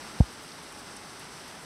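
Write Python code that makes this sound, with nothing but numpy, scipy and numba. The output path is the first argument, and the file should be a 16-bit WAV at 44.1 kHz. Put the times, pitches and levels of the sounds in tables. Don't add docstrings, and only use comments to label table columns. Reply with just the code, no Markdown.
import sys
import numpy as np
from scipy import signal
from scipy.fft import rfft, irfft
from scipy.io import wavfile
from numba import njit

SR = 44100
rng = np.random.default_rng(int(sys.argv[2]) if len(sys.argv) > 2 else 0)


def to_wav(sig):
    pcm = np.clip(np.atleast_2d(sig), -1, 1) * 32767
    pcm = np.round(pcm).astype(np.int16)
    wavfile.write(sys.argv[1], SR, pcm.T)


N = 72765


def undb(db):
    return 10 ** (np.asarray(db) / 20)


def level(x, db):
    return x * undb(db) / np.sqrt(np.mean(x ** 2) + 1e-20)


def shape(x, gain):
    return irfft(rfft(x) * gain(np.fft.rfftfreq(N, 1 / SR) + 1e-3), N)


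def colour(x, points):
    hz, db = np.array(points).T
    return shape(x, lambda f: undb(np.interp(np.log(f), np.log(hz), db)))


def wander(hz):
    curve = shape(rng.standard_normal(N), lambda f: np.exp(-(f / hz) ** 2))
    return level(curve - curve.mean(), 0)


def impacts(per_s, spread_db):
    hits = rng.random(N) < per_s / SR
    size = np.minimum(rng.exponential(size=N), 5)
    return hits * rng.choice([-1, 1], N) * undb(spread_db * size)


def ring(x, hz, fade_s):
    pole = np.exp(2j * np.pi * hz / SR - np.log(1000) / (fade_s * SR))
    return signal.lfilter([1], [1, -pole], x).imag


def far_rain():
    # f/Hz, relative level/dB
    wash_tone = [(18, -42), (40, -5.5), (100, -5.5), (150, 0), (320, 0), (520, -4), (870, -2), (1350, -3),
                 (2400, -9), (4200, -10), (5600, -7), (8400, -10), (11600, -22), (15500, -37.5)]
    noise = colour(rng.standard_normal(N), wash_tone)
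    swell_db = -0.06 * wander(hz=1)
    wash = 0
    for octave in range(11):
        band = shape(noise, lambda f: np.maximum(1 - np.abs(np.log2(f / 20) - octave), 0))
        flicker_db = 0.95 * wander(hz=24)
        wash += band * undb(swell_db + flicker_db)
    return level(wash, db=-42.5)


def tile_patter():
    # f/Hz, relative level/dB
    tick_tone = [(300, -29), (1500, 12.5), (3500, 0), (5500, 6), (8700, 6), (12000, -17), (15500, -24)]
    ticks = impacts(per_s=1100, spread_db=1.5)
    return level(colour(ticks, tick_tone), db=-54)


def sheet_roofs():
    # f/Hz, relative level/dB, time to fade by 60 dB/s
    metal_tones = [(150.4, -11.5, 0.081), (231, -1.5, 0.046), (298, -5.5, 0.044), (414, -3, 0.095),
                   (833, -1, 0.063), (1000, -8, 0.021), (1326, -3.5, .06), (2038, -4, .04)]
    drumming = 0
    for hz, db, fade_s in metal_tones:
        hits = impacts(per_s=260, spread_db=3)
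        drumming += level(ring(hits, hz, fade_s), db)
    return level(drumming, db=-55)


def bass_cut(f):
    cut_hz, sharpness, leak_hz = 58.6, 1.73, 17
    s = 1j * f
    swing = s ** 2 / (s ** 2 + s * cut_hz / sharpness + cut_hz ** 2)
    return swing * (s / (s + leak_hz)) ** 2


def knock(t):
    start_s, contact_s, lag_s = 0.2037, 0.00426, 0.00035
    push = -undb(-2) * np.sin(np.pi * np.clip((t - start_s) / contact_s, 0, 1))
    thump = shape(push, bass_cut)
    let_go = signal.unit_impulse(N, int((start_s + contact_s + lag_s) * SR))
    tock = -undb(-13.5) * ring(let_go, hz=730, fade_s=0.0071)
    return shape(thump + tock, lambda f: 1 / np.sqrt(1 + (f / 1150) ** 6))


def close_drops(t):
    # t/s, starting level/dB, centre f/Hz, width/octaves, time to fade by 60 dB/s
    drops = [(.4255, -50, 13600, .17, .03), (0.516, -39.5, 4600, 0.44, 0.058),
             (.6270, -45.5, 9200, .27, 0.057), (.7220, -42.5, 7550, 0.38, .05),
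             (.7880, -43, 6000, 0.53, .06), (.9657, -31, 8300, 0.21, .017), (0.97, -42, 5800, 0.24, .05),
             (1.1950, -43, 8500, 0.32, 0.032), (1.477, -43, 7500, 0.45, 0.09)]
    splashes = 0
    for start_s, db, hz, octaves, fade_s in drops:
        clicks = impacts(per_s=9000, spread_db=4.1)
        spray = shape(clicks, lambda f: np.exp(-0.5 * (np.log2(f / hz) / octaves) ** 2))
        fade = (t >= start_s) * np.exp(-np.log(1000) * np.abs(t - start_s) / fade_s)
        splashes += level(spray, db) * fade
    return splashes


def scene():
    t = np.arange(N) / SR
    return (far_rain() + tile_patter() + sheet_roofs() + knock(t) + close_drops(t))[None]


@njit
def follow_level(x, floor, rise_s, fall_s):
    levels, now = np.empty(len(x)), floor
    for i in range(len(x)):
        size = abs(x[i])
        now += (size - now) / (SR * (rise_s if size > now else fall_s))
        levels[i] = max(now, floor)
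    return levels


def record(dry):
    dip_hz, width_hz, depth = 6910, 1930, 0.82
    x = shape(dry[0], lambda f: 1 - depth / (1 + 1j * (f ** 2 - dip_hz ** 2) / (f * width_hz)))
    threshold, ratio = float(undb(-32)), 1.175
    loudness = follow_level(x, threshold, rise_s=0.027, fall_s=6.8)
    x *= (threshold / loudness) ** (1 - 1 / ratio)
    top_cut = signal.ellip(10, 0.2, 70, 15620, fs=SR, output="sos")
    return signal.sosfilt(top_cut, x)[None]


dry = scene()
out = record(dry)
to_wav(out)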